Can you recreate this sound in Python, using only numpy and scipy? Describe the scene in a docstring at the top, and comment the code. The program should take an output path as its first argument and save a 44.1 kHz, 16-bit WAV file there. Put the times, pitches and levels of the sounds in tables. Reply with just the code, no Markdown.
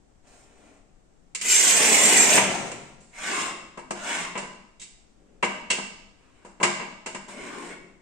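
"""In a hard-walled workshop, a porcelain tile is cut on a steel bench.
A carriage rumbles along its rail while its wheel crushes a line into the glaze and the steel sings.
The tile rubs on the bench as it is slid out and turned. Pliers jingle and bite, a strip snaps off,
and the pieces knock and drag. The walls echo the work over a faint, steady rumble and hiss."""
import sys
import numpy as np
from scipy import signal
from scipy.fft import rfft, irfft
from scipy.io import wavfile
from scipy.ndimage import uniform_filter1d

SR = 44100
rng = np.random.default_rng(int(sys.argv[2]) if len(sys.argv) > 2 else 0)


def unload_audio(sound):
    """Save the sound as a 16-bit wav file, at the path given as the first command line argument."""
    columns = np.transpose(np.atleast_2d(sound))
    # keep every value between -1 and 1, then stretch to whole-number steps
    steps = np.round(np.clip(columns, -1, 1) * 32767)
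    wavfile.write(sys.argv[1], SR, steps.astype(np.int16))


N = 353241
TIME = np.arange(N) / SR

# Tone colour (how strong each pitch is) of crushed glaze: f/Hz, level/dB
GLAZE_COLOUR = [(2240, -30), (3300, -15), (4300, -19), (5000, -15), (5600, -7), (6500, -3), (7470, 0),
                (8300, -2), (9130, -9), (10000, -21), (13100, -21), (15500, -31)]
# Tone colour of the tile ringing under the wheel: f/Hz, level/dB
PLATE_COLOUR = [(530, -30), (900, -14), (1300, -10), (1700, -2), (2050, 3), (2550, 2.5), (2900, 1),
                (3500, -6), (4300, -14), (5850, -30), (9900, -80)]
# Pitches at which the steel wheel and its holder ring: f/Hz, width/Hz, level/dB
HOLDER_RINGS = [(6430, 47, -4), (7080, 60, -4), (7410, 70, -1), (7680, 54, 0), (8180, 78, -2),
                (8670, 27, -9), (8840, 51, -6), (9260, 34, -12)]
# Large chips break out: t/s, boost/dB
BIG_CHIPS = [(1.512, 2.1), (2.036, 9.6), (2.199, 8.7)]
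# The wheel catches and squeals: t/s, rise/s, fall/s, f/Hz, level/dB
SQUEALS = [(1.43, .085, .12, 7400, -18.5), (1.51, 0.06, 0.054, 6340, -25.5), (1.64, .04, 0.055, 7370, -28),
           (2.05, .025, .03, 8190, -27.5), (2.16, .008, .014, 7700, -19.5), (2.194, .008, .02, 7380, -14.5),
           (2.228, .006, .012, 7350, -18)]
# The carriage's run along the rail: t/s, relative speed
CARRIAGE_SPEED = [(1.41, 0.079), (1.55, 0.19), (1.68, 0.47), (1.88, 0.88), (2.37, 0.89), (2.46, 0.56),
                  (2.69, 0.19), (2.77, 0.064), (3.0, 0.0049)]
# Rumble of rail and bench: f/Hz, level/dB
RAIL_COLOUR = [(59, -41.5), (110, -32.5), (155, -14.5), (198, -1.5), (279, -3.5), (308, -4.5), (406, 0),
               (560, -2.5), (630, 0), (722, 0.5), (833, -6.5), (962, -4.5), (1280, -12.5), (1400, -2.5),
               (1820, -43), (3080, -120)]
# Hiss of the bearings: f/Hz, level/dB
BEARING_COLOUR = [(710, -30), (1200, -9), (1800, -2), (2500, -1), (3600, -11), (4800, -15), (6300, -9),
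                  (8200, -7), (9200, -16), (10000, -36), (14000, -36)]
# Knocks, clicks and snaps: t/s, body level/dB, crack over body/dB, splinter over body/dB, ring/s
KNOCKS = [(1.348, -57, 20, 26.5, 0.07), (1.412, -62, 24.5, 31, 0.032), (2.376, -21, 1, -36, 0.048),
          (2.715, -47.5, 2, 7, 0.068), (3.004, -68, -5, 10.5, 0.98), (3.773, -40, -9, -13.5, 0.06),
          (3.789, -49.5, -3, -4.5, 0.12), (3.907, -31.5, -9.5, -5, 0.026), (4.353, -34, -2.5, -19, 0.28),
          (4.375, -40, 1.5, 2.5, 0.2), (4.431, -43, -9.5, -14, 0.05), (4.797, -68, 8, 17, 0.2),
          (4.814, -68.5, 17.5, 24.5, 0.2), (5.426, -24, 1, -12.5, 0.14), (5.445, -35.5, -10, -2, 0.06),
          (5.701, -34, 7, 6, 0.19), (5.783, -36, -26, -16, 0.044), (6.447, -48, -11, -8, 0.28),
          (6.6, -39.5, -4, -17, 0.054), (6.61, -31, -28, -18, 0.062), (6.629, -22.5, 2, -0.5, 0.12),
          (6.642, -29, -11, -10, 0.077), (6.654, -38, -1, -8, 0.17), (6.797, -37.5, -0.5, -23, 0.26),
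          (7.06, -39, 1, 1.5, 0.17), (7.146, -39, -0.5, -3, 0.11), (7.282, -47, -10, -5, 0.12)]
# Tone colour of a hard blow: f/Hz, level/dB
BLOW_COLOUR = [(29, -51), (50, -21), (120, -19), (180, 2), (235, -1), (300, -3), (380, 1), (480, -2),
               (680, -2), (980, -1), (1350, -7), (2820, -6), (3500, -13), (6060, -16), (7510, -8),
               (9310, -19), (10500, -44), (15000, -56)]
# Bright rings of struck porcelain: f/Hz, width/Hz, level/dB
PORCELAIN_RINGS = [(635, 60, -4), (990, 110, 2), (1280, 50, -2), (1600, 180, 0), (2050, 90, 5),
                   (2240, 100, 5), (2700, 160, 2)]
# Notes of the tile lying on the bench: f/Hz, level/dB, ring before damping/s
TILE_NOTES = [(199, -2, 0.61), (350, -2, 0.48), (484, -2, 0.37), (894, -8, 0.3), (1020, -1, 0.38),
              (1179, -1, 0.47), (1287, -2, 0.3), (1663, -6, 0.48), (1906, -7, 0.66)]
# Notes of the pliers' loose jaws: f/Hz, level/dB, ring before it is capped/s
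JAW_NOTES = [(2250, -6, 0.43), (2540, -30, 0.296), (3130, 1, .12), (3740, 6.5, 0.42), (4400, -18, 0.34),
             (5200, -14, 0.28), (5650, -7, 0.28), (6550, 3, .25), (6840, -5, 0.32), (7634, 6.5, .3),
             (8100, 5, .27), (8440, -7, .2)]
# The jaws fall open and touch: t/s, level/dB
JINGLES = [(4.796, -47.5), (4.814, -45), (4.829, -48.5)]
# Notes of the narrow strip: f/Hz, level/dB, ring before it is capped/s
STRIP_NOTES = [(2204, 1.5, 0.092), (2700, 2.5, 0.17), (2850, 1, 0.12), (3180, 0, 0.06), (4430, -6, .1),
               (4920, -18, 0.1), (6450, -9.5, 0.13), (7260, -15, 0.092), (8010, -3, .14), (8963, -13, .09)]
# The carriage scuffs the tile; then the tile is pulled out, swung round, seated and dragged away:
# t/s, rise/s, hold/s, fall/s, level/dB, then relative drone/dB, grit/dB, ring/dB
SLIDES = [(0.26, 0.017, 0.13, 0.12, -69.5, 4, 8, -21), (0.48, 0.13, 0.06, 0.13, -70, 9.5, 0, -31),
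          (3.1, 0.23, 0.057, 0.18, -28.5, -12, -5.5, -5), (3.92, 0.046, 0.02, 0.042, -43.5, -8, -10, -17),
          (3.968, 0.15, 0.0079, 0.21, -28.5, -11.5, -6.5, -5.5),
          (5.131, 0.095, 0.11, 0.12, -74.5, 14.5, -15, -26),
          (6.14, 0.071, 0.18, 0.28, -64.5, -4.5, -10.5, -11),
          (7.28, 0.0042, 0.018, 0.055, -43.5, -10, -4, 2), (7.29, 0.12, 0.28, 0.091, -41, -1, -9, -0.5)]
# Tone colour of porcelain rubbing on the bench: f/Hz, level/dB
RUB_COLOUR = [(65, -55), (110, -24), (170, -7), (350, -6), (520, -7.5), (700, -4.5), (1100, -3),
              (1550, -2.5), (2200, -3), (2900, -6), (4300, -14), (6000, -13), (7800, -8.5), (9300, -18),
              (10500, -32), (15000, -44)]
# Rings of the bench and the dragged tile: f/Hz, width/Hz, level/dB
RUB_RINGS = [(362, 40, 0), (620, 90, -5), (950, 50, -2), (1060, 70, -1), (1490, 140, -4), (2170, 130, 0),
             (2740, 180, -5)]
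# The heaviest blows shake the bench: t/s, level/dB
THUMPS = [(2.376, -53), (6.63, -50)]
# Tone colour of the still air: f/Hz, level/dB
AIR_COLOUR = [(13, -13), (22, -8), (54, -19), (97, -23), (124, -21), (243, -21.5), (644, -30), (737, -27.5),
              (867, -34), (4270, -47.5), (7940, -41.5), (12200, -70.5), (14000, -69.5)]
# How long the room echoes: f/Hz, time to fade by 60 dB/s
ROOM_ECHO = [(130, 1), (400, 0.73), (1000, 0.77), (2500, 0.73), (5000, 0.77), (9000, 0.51), (15000, 0.22)]
# Balance between the two sides: f/Hz, left minus right/dB
BALANCE = [(50, 7.5), (200, 5.5), (500, 3), (1000, 4), (2200, 0.7), (5000, -1), (9000, -2.5)]

STROKE_S, EDGE_S = 1.412, 2.385  # the wheel starts to cut; it runs off the far edge
PRESS_S, CRUSH_DB = 0.12, -21.5  # time to reach full pressure; base level of the crushing
SPREAD_S = 0.0029  # a blow takes this long to spread through the tile


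def scoring(bite_s=0.01, lift_s=0.099, light_touch_db=-11, chip_s=0.004, rasp_fade_db_per_s=21):
    """The wheel crushes the glaze in uneven spurts; each chip rings the tile and the steel holder."""
    touching = ramp(STROKE_S, bite_s) * (1 - ramp(EDGE_S - lift_s / 2, lift_s))
    crush_db = CRUSH_DB + light_touch_db * (1 - ramp(STROKE_S, PRESS_S))
    crush_db += sum(db * (TIME > s) * np.exp(-np.abs(TIME - s) / chip_s) for s, db in BIG_CHIPS)
    plate_db = -4 + 5.5 * np.exp(-np.abs(EDGE_S - TIME) / 0.15)  # the tile rings more near its free edge
    plate_db += 2 * (1 - ramp(STROKE_S, 0.3))
    spurts = amp(wander(130, 2.6) + wander(30, 1.2))
    chips = shifting(grains(per_s=3500, spread_db=3.5) * spurts, depth_db=5)
    glaze = unit(colour(chips, GLAZE_COLOUR)) * amp(crush_db - 1.5)
    plate = unit(colour(chips, PLATE_COLOUR)) * amp(crush_db + plate_db)
    # Fresh glaze rasps at the start of the stroke.
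    rasp = unit(band(grains(per_s=2000, spread_db=5) * spurts ** 2, 3000, 6600))
    rasp *= amp(crush_db - 11 - rasp_fade_db_per_s * np.maximum(TIME - STROKE_S, 0))
    # As the grip and the wheel's angle change, the holder's rings take turns.
    rings = sum(amp(db + wander(14, 6)) * resonate(resonate(chips, hz, width), hz, 3 * width)
                for hz, width, db in HOLDER_RINGS)
    steel = unit(rings) * amp(crush_db - 4.5)
    crushing = glaze + rasp + crackle() * amp(crush_db)
    return (pan(crushing, -0.3) + pan(steel + squeal(), -3.3) + pan(plate, -.5)) * touching


def squeal():
    """Now and then rubbing drives one ring of the holder into a brief, unsteady tone."""
    waver_hz, flutter = 25 * walk(200), amp(wander(110, 4))
    out = np.zeros(N)
    for start_s, rise_s, fall_s, hz, db in SQUEALS:
        swell = gesture(start_s, rise_s, 0, fall_s)
        on = swell > 0
        tone = np.sin(2 * np.pi * np.cumsum(hz + waver_hz[on]) / SR)
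        out[on] += unit(tone * flutter[on]) * swell[on] * amp(db)
    return out


def crackle(per_s=70):
    """Single flakes of glaze pop off, sharp above the steady crushing."""
    flakes = (rng.random(N) < per_s / SR) * rng.choice([-1, 1], N)
    sizes = amp(3 * np.clip(rng.standard_normal(N), -2, 1))
    return unit(band(flakes * sizes, 3600, 9000, order=2)) * amp(-5.5)


def tinkle(per_s=200, range_hz=(5300, 9100), ring_s=.045):
    """Each splinter of glaze rings briefly on a pitch of its own."""
    t, out = TIME[:int(ring_s * SR)], np.zeros(N)
    cut_s = EDGE_S - STROKE_S
    for when, pitch, size in rng.random((int(per_s * cut_s), 3)):
        start = int((STROKE_S + when * cut_s) * SR)
        hz = np.interp(pitch, [0, 1], range_hz)
        ring = np.sin(2 * np.pi * hz * t) * fade(t, ring_s) * (1 - np.exp(-t / SPREAD_S))
        out[start:start + len(t)] += ring * size ** 2 * amp(along(GLAZE_COLOUR, hz) / 2)
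    return out / np.std(out[out != 0]) * ramp(STROKE_S, PRESS_S) * amp(CRUSH_DB - 3.5)


def rolling():
    """The carriage is pushed along; it hisses less past the tile's edge, and the bench booms at the end."""
    speed = np.interp(TIME, *np.transpose(CARRIAGE_SPEED), left=0, right=0)
    boom = unit(band(grains(per_s=3000, spread_db=3), 120, 210, order=2))
    boom *= gesture(2.11, 0.26, 0.18, 0.36) * amp(-44.5)
    return carriage(speed, hiss_db=np.where(TIME < EDGE_S, 0.5, -1.5)) + boom


def carriage(speed, hiss_db):
    """Bearings roll over dust: they hiss and shake the rail and bench, louder the faster they go."""
    bumps = grains(per_s=3000, spread_db=4.5) * amp(wander(35, 2))
    rumble = unit(colour(bumps, RAIL_COLOUR))
    hiss = unit(colour(bumps, BEARING_COLOUR)) * amp(hiss_db)
    return pan((rumble + hiss) * speed * amp(-26), .2)


def knocks():
    """The wheel bites and drops off the edge, the pliers clack, the strip snaps and the pieces touch."""
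    out = np.zeros((2, N + SR))
    for s, body_db, crack_db, splinter_db, ring_s in KNOCKS:
        thud_db = -14 + 0.73 * body_db  # the heavy bench thuds under every blow
        blow = knock([thud_db, body_db, body_db + crack_db, body_db + splinter_db], ring_s)
        start = int(s * SR)
        out[:, start:start + blow.shape[1]] += blow
    return pan(out[:, :N], -1.16)


def knock(levels_db, ring_s, crack_s=0.0089, damping=0.45):
    """One blow: a crack, a dense ring from all over the tile, and the notes of the tile on the bench."""
    t = TIME[:SR // 2]
    chatter = diffuse(len(t)) * (fade(t, ring_s) + amp(1) * np.exp(-t / crack_s))
    contact = np.array([colour(even(side, width_hz=120), BLOW_COLOUR) for side in chatter])
    clink = sum(amp(db) * resonate(contact, hz, width) for hz, width, db in PORCELAIN_RINGS)
    notes = 0
    for hz, db, note_s in TILE_NOTES:
        sign, detune = rng.choice([-1, 1]), 1 + 0.0075 * rng.standard_normal()
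        notes += amp(db) * sign * np.sin(2 * np.pi * hz * detune * t) * fade(t, damping * note_s)
    blow = (unit(contact) + unit(clink) + amp(-8) * unit(notes)) * (1 - np.exp(-t / SPREAD_S))
    # Where and how hard the blow lands decides how loud its low and high parts are.
    parts = split(blow, edges_hz=[500, 1500, 4200])
    return sum(amp(db) * part / np.std(part[:, t < .03]) for part, db in zip(parts, levels_db))


def clinks():
    """The jaws of the pliers jingle open; later the strip pings as it cracks."""
    jaws = sum(chime(JAW_NOTES, s, db) for s, db in JINGLES)
    ping = chime(STRIP_NOTES, start_s=5.7025, level_db=-22)
    return pan(jaws, -1.8) + pan(ping, -0.51)


def chime(notes, start_s, level_db, count=4, spread_hz=75, longest_s=.14):
    """A small, hard, hand-held thing is struck: a scrape, and close pitches that wobble and soon die."""
    t, start, out = TIME[:SR // 2], int(start_s * SR), np.zeros(N)
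    ring = 0
    for hz, db, ring_s in notes:
        detune, phase = rng.standard_normal((2, count, 1))
        cluster = np.sin(2 * np.pi * ((hz + spread_hz * detune) * t + phase)).sum(0)
        ring += amp(db) * unit(cluster) * fade(t, min(ring_s, longest_s))
    scrape = unit(band(rng.standard_normal(len(t)), 2300, 8400, order=6)) * fade(t, longest_s)
    strike = (unit(ring) + amp(-3) * unit(scrape)) * ramp(0, .002)[:len(t)]
    out[start:start + len(t)] = strike / np.std(strike[t < .03]) * amp(level_db)
    return out


def slides(snags_per_s=110):
    """Grit catches as the tile is scuffed or moved, and sets the tile and bench ringing."""
    catches = grains(per_s=9000, spread_db=2.2) * amp(wander(60, 1.2))
    snags = unit((rng.random(N) < snags_per_s / SR) * rng.uniform(-0.63, 1, N)) * amp(-7)
    friction = colour(shifting(catches, depth_db=4.5) + snags, RUB_COLOUR)
    rings = sum(amp(db + wander(11, 11)) * resonate(friction, hz, width) for hz, width, db in RUB_RINGS)
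    out = np.zeros(N)
    for *timing, level_db, drone_db, grit_db, ring_db in SLIDES:
        speed = gesture(*timing)
        moving = speed > 0
        tile = unit(friction[moving]) + amp(ring_db) * unit(rings[moving])
        drone, rubbing, grit = (unit(part) for part in split(tile, edges_hz=[520, 4200]))
        drag = rubbing + drone * amp(drone_db) + grit * amp(grit_db)
        out[moving] += drag * speed[moving] * amp(level_db)
    return pan(out, -0.7)


def shifting(x, depth_db):
    """A moving contact passes lively and dead spots of the tile, so its pitches swell and fade in turn."""
    cells = signal.stft(x, SR, nperseg=512)[2]
    swell = uniform_filter1d(rng.standard_normal(cells.shape), size=2, axis=0)  # smooth over pitch
    swell = uniform_filter1d(swell, size=14, axis=1)  # and over time
    return signal.istft(cells * amp(depth_db * np.tanh(unit(swell))), SR)[1][:N]


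def thumps(shake_s=0.28):
    """The frame of the bench shudders under the heaviest blows."""
    shake = sum(amp(db) * ramp(s, .004) * fade(np.abs(TIME - s), shake_s) for s, db in THUMPS)
    return unit(band(rng.standard_normal(N), 48, 125, order=2)) * shake


def travelling(x, early_db, tail_db, count=8):
    """The carriage moves down the bench, so each stretch of its path has its own echoes."""
    stops_s = np.linspace(STROKE_S, EDGE_S + .2, count)
    out = np.zeros((2, N))
    for s, share in zip(stops_s, np.eye(count)):
        heard = slice(int((s - stops_s[1] + stops_s[0]) * SR), int((s + 1) * SR))
        blend = np.sqrt(np.interp(TIME[heard], stops_s, share))
        out[:, heard] += workshop(x[:, heard] * blend, early_db, tail_db)
    return out


def workshop(x, early_db, tail_db, early_s=0.0079, build_s=0.0011):
    """The direct sound, quick echoes off the bench and stacked slabs, then the room's fading tail."""
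    t = TIME[:SR]
    hz, frame_s, cells = signal.stft(diffuse(SR), SR, nperseg=256)
    tail = signal.istft(cells * fade(frame_s, along(ROOM_ECHO, hz)[:, None]), SR)[1][:, :SR]
    tail = unit(tail * (1 - np.exp(-t / build_s))) * amp(tail_db)
    early = unit(diffuse(SR) * np.exp(-t / early_s) * (t > .001)) * amp(early_db)
    early = band(early, 400, 18000, order=1)  # the quick echoes carry little bass
    paths = (t == 0) + (early + tail) / np.sqrt(SR)
    response = np.array([unit(even(side)) for side in paths]) / np.sqrt(SR)
    return signal.oaconvolve(x, response, axes=1)[:, :x.shape[1]]


def air():
    """A faint, steady rumble and hiss."""
    return unit(np.array([colour(side, AIR_COLOUR) for side in diffuse(N, apart_hz=60.5)])) * amp(-59)


def diffuse(size, apart_hz=900):
    """Noise from all around: left and right are alike in the bass and unrelated in the treble."""
    hz = np.fft.rfftfreq(size, 1 / SR)
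    alike = 1 / (1 + (hz / apart_hz) ** 2)
    mid, side = rfft(rng.standard_normal((2, size))) * np.sqrt([1 + alike, 1 - alike]) / np.sqrt(2)
    return irfft([mid + side, mid - side], size)


def grains(per_s, spread_db):
    """Tiny clicks at random moments, a few much larger than the rest."""
    hit = rng.random(N) < per_s / SR
    size_db = np.minimum(spread_db * rng.exponential(size=N), 13)
    return unit(hit * rng.choice([-1, 1], N) * amp(size_db))


def walk(per_s):
    """A random drift of size about 1 that turns per_s times a second."""
    return unit(np.interp(TIME * per_s, np.arange(4096), rng.standard_normal(4096)))


def wander(per_s, limit_db):
    """A level that drifts up and down by at most limit_db."""
    return limit_db * np.tanh(walk(per_s))


def ramp(start_s, length_s):
    """A smooth step from 0 to 1."""
    return np.sin(np.pi / 2 * np.clip((TIME - start_s) / length_s, 0, 1)) ** 2


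def gesture(start_s, rise_s, hold_s, fall_s):
    """Rise, hold and fall back to rest, like a move of the hand."""
    return ramp(start_s, rise_s) * (1 - ramp(start_s + rise_s + hold_s, fall_s))


def fade(t, ring_s):
    """Die away by 60 dB in ring_s seconds."""
    return np.exp(-np.log(1000) * t / ring_s)


def colour(x, points, size=4096):
    """Give a sound the tone colour in points (f/Hz, level/dB)."""
    cepstrum = irfft(np.log(amp(along(points, np.fft.rfftfreq(size, 1 / SR)))))
    # Fold the filter so it rings only after a sound, never before.
    cepstrum[1:size // 2] *= 2
    cepstrum[size // 2 + 1:] = 0
    return signal.oaconvolve(x, irfft(np.exp(rfft(cepstrum))))[:len(x)]


def even(x, width_hz=70):
    """Level out the broad peaks and dips of a tone colour, keeping its fine detail."""
    hz = np.fft.rfftfreq(len(x), 1 / SR)[1:]
    power = uniform_filter1d(np.abs(rfft(x))[1:] ** 2, max(int(width_hz / hz[0]), 1))
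    return colour(x, np.column_stack([hz, -10 * np.log10(power / power.mean() + 1e-3)]))


def split(x, edges_hz):
    """Split a sound into parts, low to high, that add up to it again."""
    filters = [signal.butter(3, hz, fs=SR, output="sos") for hz in edges_hz]
    below = [signal.sosfiltfilt(sos, x, padtype=None) for sos in filters]
    return np.diff([0 * x, *below, x], axis=0)


def band(x, lo_hz, hi_hz, order=3):
    """Keep the pitches between two limits."""
    return signal.sosfilt(signal.butter(order, [lo_hz, hi_hz], "band", fs=SR, output="sos"), x)


def resonate(x, hz, width_hz):
    """Ring at one pitch; the narrower the width, the longer the ring."""
    return signal.lfilter(*signal.iirpeak(hz, hz / width_hz, fs=SR), x)


def along(points, hz):
    """Read between a table's rows (f/Hz, value), with octaves evenly spaced."""
    f, value = np.transpose(points)
    return np.interp(np.log(np.maximum(hz, 1)), np.log(f), value)


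def pan(x, db):
    """Make the left side db louder than the right."""
    return x * amp(np.array([[db], [-db]]) / 2)


def amp(db):
    """Turn decibels into a multiplier."""
    return 10 ** (np.asarray(db) / 20)


def unit(x):
    """Scale to an average strength (rms) of 1."""
    return x / np.sqrt(np.mean(x ** 2) + 1e-20)


def scene():
    """All the work at the bench; each spot on it has its own echoes."""
    nudge = carriage(0.018 * gesture(0.21, 0.061, 0.47, 0.1), hiss_db=-3)  # eased into place
    handling = workshop(nudge + slides(), early_db=6.5, tail_db=2)
    cut = travelling(scoring() + rolling(), early_db=8.5, tail_db=4.5)
    blows = workshop(knocks(), early_db=-9, tail_db=-5) + workshop(clinks(), early_db=3, tail_db=-5)
    splinters = workshop(np.array([tinkle(), tinkle()]), early_db=-6, tail_db=-5)
    return cut + splinters + handling + blows + thumps() + air()


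def record(dry, top_hz=15700):
    """Low sounds lean left, high ones slightly right, and the highest treble is cut."""
    sides = np.array([colour(side, [(hz, sign * db / 2) for hz, db in BALANCE])
                      for side, sign in zip(dry, (1, -1))])
    return signal.sosfilt(signal.ellip(10, .2, 80, top_hz, fs=SR, output="sos"), sides)


dry = scene()
out = record(dry)
unload_audio(out)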